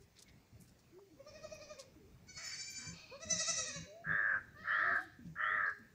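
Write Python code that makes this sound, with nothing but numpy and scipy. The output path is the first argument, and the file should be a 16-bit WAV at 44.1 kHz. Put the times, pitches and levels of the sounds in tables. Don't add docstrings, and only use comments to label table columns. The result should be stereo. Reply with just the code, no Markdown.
import sys
import numpy as np
from scipy import signal
from scipy.fft import rfft, irfft, next_fast_len
from scipy.io import wavfile
from scipy.ndimage import uniform_filter1d

SR = 44100
rng = np.random.default_rng(int(sys.argv[2]) if len(sys.argv) > 2 else 0)


def to_wav(sig):
    pcm = np.clip(np.atleast_2d(sig), -1, 1) * 32767
    pcm = np.round(pcm).astype(np.int16)
    wavfile.write(sys.argv[1], SR, pcm.T)


N = 261954


def gain_of(db):
    return 10 ** (np.asarray(db) / 20)


def unit_rms(x):
    return x / np.sqrt(np.mean(x ** 2) + 1e-20)


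def curve_at(points, hz, column=1):
    table = np.transpose(points)
    return np.interp(np.log(hz + 1), np.log(table[0] + 1), table[column])


def add(mix, start_s, sound):
    part = mix[..., max(round(start_s * SR), 0):][..., :sound.shape[-1]]
    part += sound[..., :part.shape[-1]]


def wobble(size, hz):
    span = int(SR / hz)
    return unit_rms(uniform_filter1d(uniform_filter1d(rng.standard_normal(size), span), span))


def resonate(x, hz, width_hz):
    carrier = np.exp(2j * np.pi * np.cumsum(hz * np.ones(len(x))) / SR)
    pole = np.exp(-np.pi * width_hz / SR)
    return 2 * (carrier * signal.lfilter([1 - pole], [1, -pole], x / carrier + 1e-18)).real


def panned(x, db, lag_samples=0):
    return np.array([x, np.roll(x, lag_samples)]) * gain_of([[db / 2], [-db / 2]])


def air():
    # frequency in Hz, relative spectral density in dB.
    spectrum = [(20, -31.5), (50, -34.5), (90, 7), (170, 0), (300, -7), (450, -9), (750, -17.5),
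                (1200, -20), (2300, -18), (3200, -26), (5000, -24), (7000, -25), (9000, -34.5),
                (12500, -41), (15000, -29.5)]
    # frequency in Hz, left-right correlation.
    coherence = [(60, 0.54), (180, 0.94), (550, 0.9), (1650, 0.04), (4970, 0.077), (15000, 0.47)]
    frames, hz = N // 256 + 5, np.fft.rfftfreq(1024, 1 / SR)
    a, b, c, d, patches = rng.standard_normal((frames, 513, 5)).T
    patches = unit_rms(uniform_filter1d(uniform_filter1d(patches, 8, 0), 14, 1))
    swell = unit_rms(uniform_filter1d(rng.standard_normal(frames), 30))
    shared = curve_at(coherence, hz)[:, None]
    left, independent = a + 1j * b, c + 1j * d
    spectra = np.array([left, shared * left + np.sqrt(1 - shared ** 2) * independent])
    spectra *= gain_of(curve_at(spectrum, hz)[:, None] + 2 * patches + 3.5 * swell / (1 + hz[:, None] / 600))
    return gain_of(-63.5) * unit_rms(signal.istft(spectra, nperseg=1024, noverlap=768)[1][:, :N])


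def calls_and_yelp():
    # start and length in seconds, level in dB, first, middle and last pitch in Hz,
    # tilt in dB per harmonic. The yelp starts at 3.11 s.
    calls = [(0.0, 0.045, -63.5, 412, 393, 410, -20), (0.257, 0.039, -64.5, 2303, 2150, 1800, -30),
             (0.911, 0.19, -58.5, 299.7, 414, 370, -25), (1.096, .07, -62, 330, 314, 260, -21),
             (1.954, 0.039, -60, 333, 310, 270, -18), (1.987, 0.12, -63.5, 457, 375, 470, -28),
             (2.36, 0.13, -55.5, 619, 674, 570, 6), (2.8, 0.15, -61, 493, 505, 550, 5.5),
             (3.11, 0.0686, -50.5, 445, 545, 570, -8), (3.253, 0.21, -52, 621, 626, 577, -18.5),
             (3.561, .11, -54, 548, 520, 460, -35), (3.853, 0.2, -56.5, 563, 650, 740, -32),
             (3.861, 0.11, -64.5, 386, 405, 460, -23), (4.062, 0.2, -60, 373, 430, 290, -15),
             (4.54, .14, -54.5, 581, 630, 750, 6.5), (4.766, 0.29, -59.5, 297.4, 390, 270, -28),
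             (4.822, 0.23, -50, 697.5, 680, 760, -22), (4.994, 0.11, -61, 310, 350, 280, -21),
             (5.499, 0.05, -59, 420, 410, 470, -24.5), (5.633, 0.18, -65.5, 441, 420, 400, -16),
             (5.657, 0.013, -62.5, 4150, 4100, 6100, -31)]
    out = np.zeros((2, N))
    for start, length, db, *glide_hz, tilt_db in calls:
        progress = np.arange(0, length, 1 / SR) / length
        level = gain_of(db + np.interp(progress, [0, .2, .63, 1], [-9.5, 0, 0, -9.5]))
        hz = np.interp(progress, [0, .5, 1], glide_hz)
        cycles = np.cumsum(hz * (1 + .015 * wobble(len(hz), 100))) / SR
        note = sum(gain_of(tilt_db * k) * np.cos(2 * np.pi * k * cycles) for k in range(1, 4))
        add(out, start, level * unit_rms(note) * signal.windows.tukey(len(hz), .2))
    return out


def hoof_scuffs():
    # start in seconds, level in dB, length in seconds, centre in Hz, left minus right in dB.
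    scuffs = [(.005, -69, 0.035, 5500, 2), (0.153, -58.5, 0.069, 2920, -1.5), (.185, -61, 0.024, 5050, 8),
              (0.22, -60.5, 0.014, 5760, 8), (0.28, -61, 0.02, 2850, 2), (0.598, -66, 0.047, 7700, 8),
              (.671, -72.5, .04, 5660, 1), (0.788, -70, 0.018, 4760, -5), (0.985, -63.5, .012, 790, 1),
              (1.538, -73, 0.025, 8750, 1), (1.785, -57, 0.037, 4700, 11), (1.952, -71, 0.011, 800, 1),
              (2.441, -71, 0.06, 13300, 16), (2.696, -65, 0.035, 12080, 9), (4.939, -69.5, 0.055, 7200, 0),
              (5.002, -69, 0.044, 7400, 2), (5.25, -75, .028, 4500, 14), (5.692, -69, 0.016, 4860, 1),
              (5.784, -74, 0.013, 5950, -4)]
    size, spread_octaves = 8192, .84
    out = np.zeros((2, N))
    hz, t = np.fft.rfftfreq(size, 1 / SR), np.arange(size) / SR
    for start, db, length, centre_hz, pan_db in scuffs:
        grit = rng.standard_normal(size) * gain_of(3.6 * wobble(size, 500))
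        band = np.exp(-(np.log2((hz + 1) / centre_hz) / spread_octaves) ** 2)
        swell = np.minimum(t / (.25 * length), 1) * np.exp(-(t / length) ** 2)
        add(out, start, panned(gain_of(db) * unit_rms(irfft(rfft(grit) * band)) * swell, pan_db))
    return out


def thuds():
    # start in seconds, level in dB, length in seconds, strongest mode in Hz.
    pushes = [(0.523, -56, 0.058, 104), (0.592, -57.5, 0.058, 166), (2.777, -57.5, 0.078, 239),
              (2.865, -47.5, 0.091, 169), (3.252, -50, 0.039, 226), (3.312, -48.5, 0.095, 172.6),
              (3.484, -54.5, 0.064, 170.6), (3.679, -56.5, 0.087, 245), (3.758, -46, 0.086, 169.6),
              (4.063, -43.5, 0.09, 167), (4.602, -58, 0.047, 187), (4.91, -54.5, 0.039, 254.5),
              (5.187, -50.5, 0.056, 246), (5.247, -46, 0.091, 165.5), (5.791, -57.5, 0.064, 219)]
    # frequency and bandwidth in Hz, relative level in dB.
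    weak_modes = [(90, 54, -9), (238, 77, -13.5), (284, 20, -22.5)]
    out, t = np.zeros(N), np.arange(0, .3, 1 / SR)
    for start, db, length, hz in pushes:
        push = np.minimum(t / .0043, 1) * np.exp(-(t / length) ** 4)
        hum = np.sin(2 * np.pi * np.cumsum(hz * (1 + .05 * wobble(len(t), 40))) / SR)
        shake = rng.standard_normal(len(t))
        body = sum(gain_of(mode_db) * unit_rms(resonate(resonate(shake, f, width), f, width))
                   for f, width, mode_db in weak_modes)
        add(out, start, gain_of(db) * push * (hum + body))
    return out


def bleat(pushes, throat, dip_db, sag, jitter, breath_db, pan_db):
    rise_s, first_dip_db, late_sag = .04, 5, .8
    peak_s, push_db, push_hz = np.transpose(pushes)
    dips_db = np.r_[first_dip_db, dip_db + .47 * np.maximum(np.diff(push_db), 0)]
    t = np.arange(peak_s[0] - rise_s, peak_s[-1] + .045, 1 / SR)
    knots = np.r_[np.ravel([peak_s - rise_s, peak_s], "F"), t[-1]]
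    slack = np.cos(np.pi / 2 * np.interp(t, knots, np.arange(len(knots)))) ** 2
    scoop = slack * np.interp(t, knots - .01, np.resize([1, late_sag], len(knots)))
    unevenness = jitter * (1 + 2.5 * slack) * wobble(len(t), 150)
    hz = np.interp(t, peak_s, push_hz) * (1 - sag * scoop + unevenness)
    cycles = np.cumsum(hz) / SR
    effort_db = np.interp(t, peak_s, push_db)
    dull_db = .49 * (effort_db - push_db.max())
    voice = sum(gain_of(curve_at(throat, k * hz) + dull_db * np.log2(k) + 4 * wobble(len(t), 70))
                * np.cos(2 * np.pi * (k * cycles + rng.random())) for k in range(1, 19))
    noise = rfft(rng.standard_normal(len(t)))
    breath = irfft(noise * gain_of(curve_at(throat, np.fft.rfftfreq(len(t), 1 / SR))), len(t))
    sound = voice / np.sqrt(uniform_filter1d(voice ** 2, 4000) + 1e-9) * gain_of(-11 * slack)
    sound += gain_of(breath_db + dull_db + 4 * slack) * unit_rms(breath)
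    level = gain_of(effort_db - np.interp(t, peak_s - rise_s, dips_db) * slack)
    return t[0], panned(level * sound * signal.windows.tukey(len(t), .04), pan_db)


def goat_kids():
    # time of a belly push in seconds, effort in dB, pitch in Hz.
    bleats = [
        [(1.204, -55.5, 556.5), (1.285, -48, 610.6), (1.364, -49.5, 621), (1.445, -47.5, 631),
         (1.532, -48, 625.7), (1.628, -48, 621.4), (1.711, -48, 610.5), (1.803, -51.5, 532)],
        [(2.303, -53, 750), (2.38, -46, 744), (2.455, -44, 771.7), (2.54, -44.5, 765), (2.607, -43.5, 784),
         (2.685, -45.5, 783.3), (2.777, -42.5, 779.4), (2.872, -47.5, 786)],
        [(2.97, -53.5, 632), (3.04, -57, 637), (3.13, -57.5, 614)],
        [(3.232, -44.5, 650), (3.312, -34.5, 673), (3.41, -33.5, 649.8), (3.495, -32.5, 665.3),
         (3.587, -34.5, 651.5), (3.685, -40, 629), (3.762, -42, 570.5), (3.85, -60.5, 519)],
        [(4.6, -68.5, 641), (4.7, -64.5, 647), (4.8, -64, 684), (4.9, -65, 649), (5.0, -67.5, 644),
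         (5.1, -76, 633)],
    ]
    # frequency in Hz, gain in dB.
    far_throat = [(400, 1.5), (620, 0.5), (1240, -12), (1870, -14.5), (2500, -3.5), (3100, -23),
                  (4300, -18.5), (6000, -14), (6900, -27), (7800, -42), (10000, -47), (14000, -90)]
    shrill_throat = [(500, -47), (770, -28), (1540, -10.5), (2300, 2), (3100, -11), (3850, -16),
                     (4650, 2.5), (5400, -3.5), (7000, -0.5), (7800, -12.5), (8800, -21.5), (10000, -56),
                     (14000, -101)]
    faint_throat = [(630, -3.2), (1270, -2.5), (1900, -24), (2500, 11), (3200, -5), (4300, 5), (5500, -8),
                    (8000, -35), (14000, -65)]
    near_throat = [(400, -16), (650, -12), (1300, -10.5), (1970, -0.5), (2600, 1), (3250, -16.5),
                   (3900, -0.5), (4600, -5.5), (5300, -4.5), (6000, 4), (7200, -6.5), (8300, -14.5),
                   (10000, -36), (14000, -92)]
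    distant_throat = [(600, -37), (2500, -6), (4000, 2), (5000, -6), (6500, -24), (9000, -40), (14000, -77)]
    far, shrill, faint, near, distant = bleats
    out = np.zeros((2, N))
    add(out, *bleat(far, far_throat, dip_db=4, sag=.1, jitter=.011, breath_db=-18.5, pan_db=-1))
    add(out, *bleat(shrill, shrill_throat, dip_db=0, sag=.025, jitter=.006, breath_db=-16, pan_db=0))
    add(out, *bleat(faint, faint_throat, dip_db=-.2, sag=.0298, jitter=.0071, breath_db=-7, pan_db=3.5))
    add(out, *bleat(near, near_throat, dip_db=3, sag=.08, jitter=.005, breath_db=-17, pan_db=-2.5))
    add(out, *bleat(distant, distant_throat, dip_db=1.5, sag=.071, jitter=.0074, breath_db=-2.6,
                    pan_db=4.2))
    return out


def far_rasps():
    # start and length in seconds, level in dB, centre in Hz.
    rasps = [(2.366, 0.21, -52.5, 1950), (2.776, 0.094, -58.5, 1640)]
    out = np.zeros((2, N))
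    for start, length, db, hz in rasps:
        t = np.arange(0, length, 1 / SR)
        noise = resonate(resonate(rng.standard_normal(len(t)), hz, 1200), hz, 660)
        swell = np.minimum(t / .012, 1) * gain_of(db - 2 * (t / length) ** 2)
        add(out, start, swell * unit_rms(noise) * signal.windows.tukey(len(t), .1))
    return out


def caw(length, top_db, top_hz, first_flutter_hz, last_flutter_hz, hoarse, throat_db, shut_hz, ring_db):
    # frequency and bandwidth in Hz, gain in dB.
    body_modes = [(630, 220, -22), (950, 400, -32), (1530, 300, -2), (2400, 250, -32)]
    attack_s, release_s, open_beak_hz = .088, .068, 3724
    crest, scoop, sag = .35, .06, .15
    t = np.arange(0, length, 1 / SR)
    progress = t / length
    slack = np.interp(t, [0, attack_s, length - release_s, length], [1, 0, 0, 1]) ** 2.25
    level = gain_of(top_db - 24.5 * slack) * signal.windows.tukey(len(t), .04)
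    hz = top_hz * (1 - np.where(progress < crest, scoop * (1 - progress / crest) ** 2,
                                sag * ((progress - crest) / (1 - crest)) ** 2))
    flutter_hz = np.interp(progress, [0, 1], [first_flutter_hz, last_flutter_hz])
    flutter = 2 * np.pi * np.cumsum(flutter_hz * (1 + .12 * hoarse * wobble(len(t), 80))) / SR
    cycles = np.cumsum(hz * (1 + .088 * np.sin(flutter) + .0295 * hoarse * wobble(len(t), 260))) / SR
    chop = 1 - (1.1 - hoarse) * ((1 + np.cos(flutter)) / 2) ** 2
    voice = sum(np.cos(2 * np.pi * k * cycles) for k in range(1, 8))
    drive = chop * (unit_rms(voice) + 2.84 * hoarse * rng.standard_normal(len(t)))
    windpipe = (3 * hz, 330, 0)
    throat = (1393.6 - 78.5 * progress, 220, throat_db - 5 * progress)
    beak_hz = np.interp(progress, [.24, .55], [shut_hz, open_beak_hz])
    beak_db = ring_db + np.interp(progress, [0, .24, 1], [-28.5, 0, -41])
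    modes = [windpipe, throat, (beak_hz, 220, beak_db)] + body_modes
    sound = sum((-1) ** k * gain_of(db) * resonate(resonate(resonate(drive, f, w), f, w), f, 2 * w)
                for k, (f, w, db) in enumerate(modes))
    steady = sound / np.sqrt(uniform_filter1d(sound ** 2, 2000) + 1e-9)
    return panned(level * steady, 4.1, lag_samples=13)


def crow():
    # start and length in seconds, effort in dB, top pitch in Hz, first and last flutter rate
    # in Hz, hoarseness from 0 to 1, throat gain in dB, first beak resonance in Hz, its peak gain in dB.
    caws = [(4.037, 0.37, -34, 585.3, 100.5, 100, 0.49, -3, 3500, -18.5),
            (4.636, 0.39, -33.5, 609.9, 107, 86.6, 0.71, 2.5, 3060, -8),
            (5.35, .39, -35, 621.7, 104, 94, 0.62, 3, 3060, -6.5)]
    out = np.zeros((2, N))
    for start, *settings in caws:
        add(out, start, caw(*settings))
    return out


def yard_reverb(x):
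    # frequency in Hz, time to fall 60 dB in seconds, relative level in dB.
    decay = [(200, .5, -8), (1000, .45, -10), (2000, .55, -3), (3000, .5, 0), (6000, .45, 0),
             (10000, .3, -4), (15000, .2, -10)]
    taps = np.zeros((2, SR))
    arrivals = np.arange(400, SR - 20, 20) + rng.integers(0, 20, (2, (SR - 401) // 20))
    np.put_along_axis(taps, arrivals, rng.choice([-1., 1.], arrivals.shape), 1)
    taps[1] = .68 * taps[0] + .76 * taps[1]
    hz, t, spectra = signal.stft(taps, SR, nperseg=256)
    spectra = spectra * gain_of(curve_at(decay, hz, 2)[:, None] - 60 * t / curve_at(decay, hz)[:, None])
    tail = signal.istft(spectra, SR, nperseg=256)[1]
    return signal.fftconvolve(x, tail / np.linalg.norm(tail[0]), axes=1)[:, :N]


def scene():
    kids, caws = goat_kids(), crow()
    calls = calls_and_yelp() + far_rasps()
    grit = hoof_scuffs()
    reflected = gain_of(-6.5) * kids + gain_of(-15) * caws + gain_of(-3.5) * calls + gain_of(-21) * grit
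    return kids + caws + calls + grit + thuds() + yard_reverb(reflected) + air()


def record(dry):
    # frequency in Hz, left minus right sensitivity in dB.
    imbalance = [(60, 5), (250, 10.5), (700, 6.5), (1300, 3.5), (1700, 9), (2300, 8), (3500, 1), (5000, 4),
                 (8000, 5.5), (14000, -1)]
    gain_db, lag_s, edge_hz = 2.5, .000175, 15640
    size = next_fast_len(N + 512)
    hz = np.fft.rfftfreq(size, 1 / SR)
    left = np.exp(-2j * np.pi * np.minimum(hz * lag_s, 1))
    ports = gain_of(gain_db) * np.array([left, gain_of(-curve_at(imbalance, hz))])
    heard = irfft(rfft(dry, size) * ports, size)[:, :N]
    low_pass = signal.firwin(511, edge_hz, window=("kaiser", 9), fs=SR)
    return signal.oaconvolve(heard, low_pass[None], "same")


dry = scene()
out = record(dry)
to_wav(out)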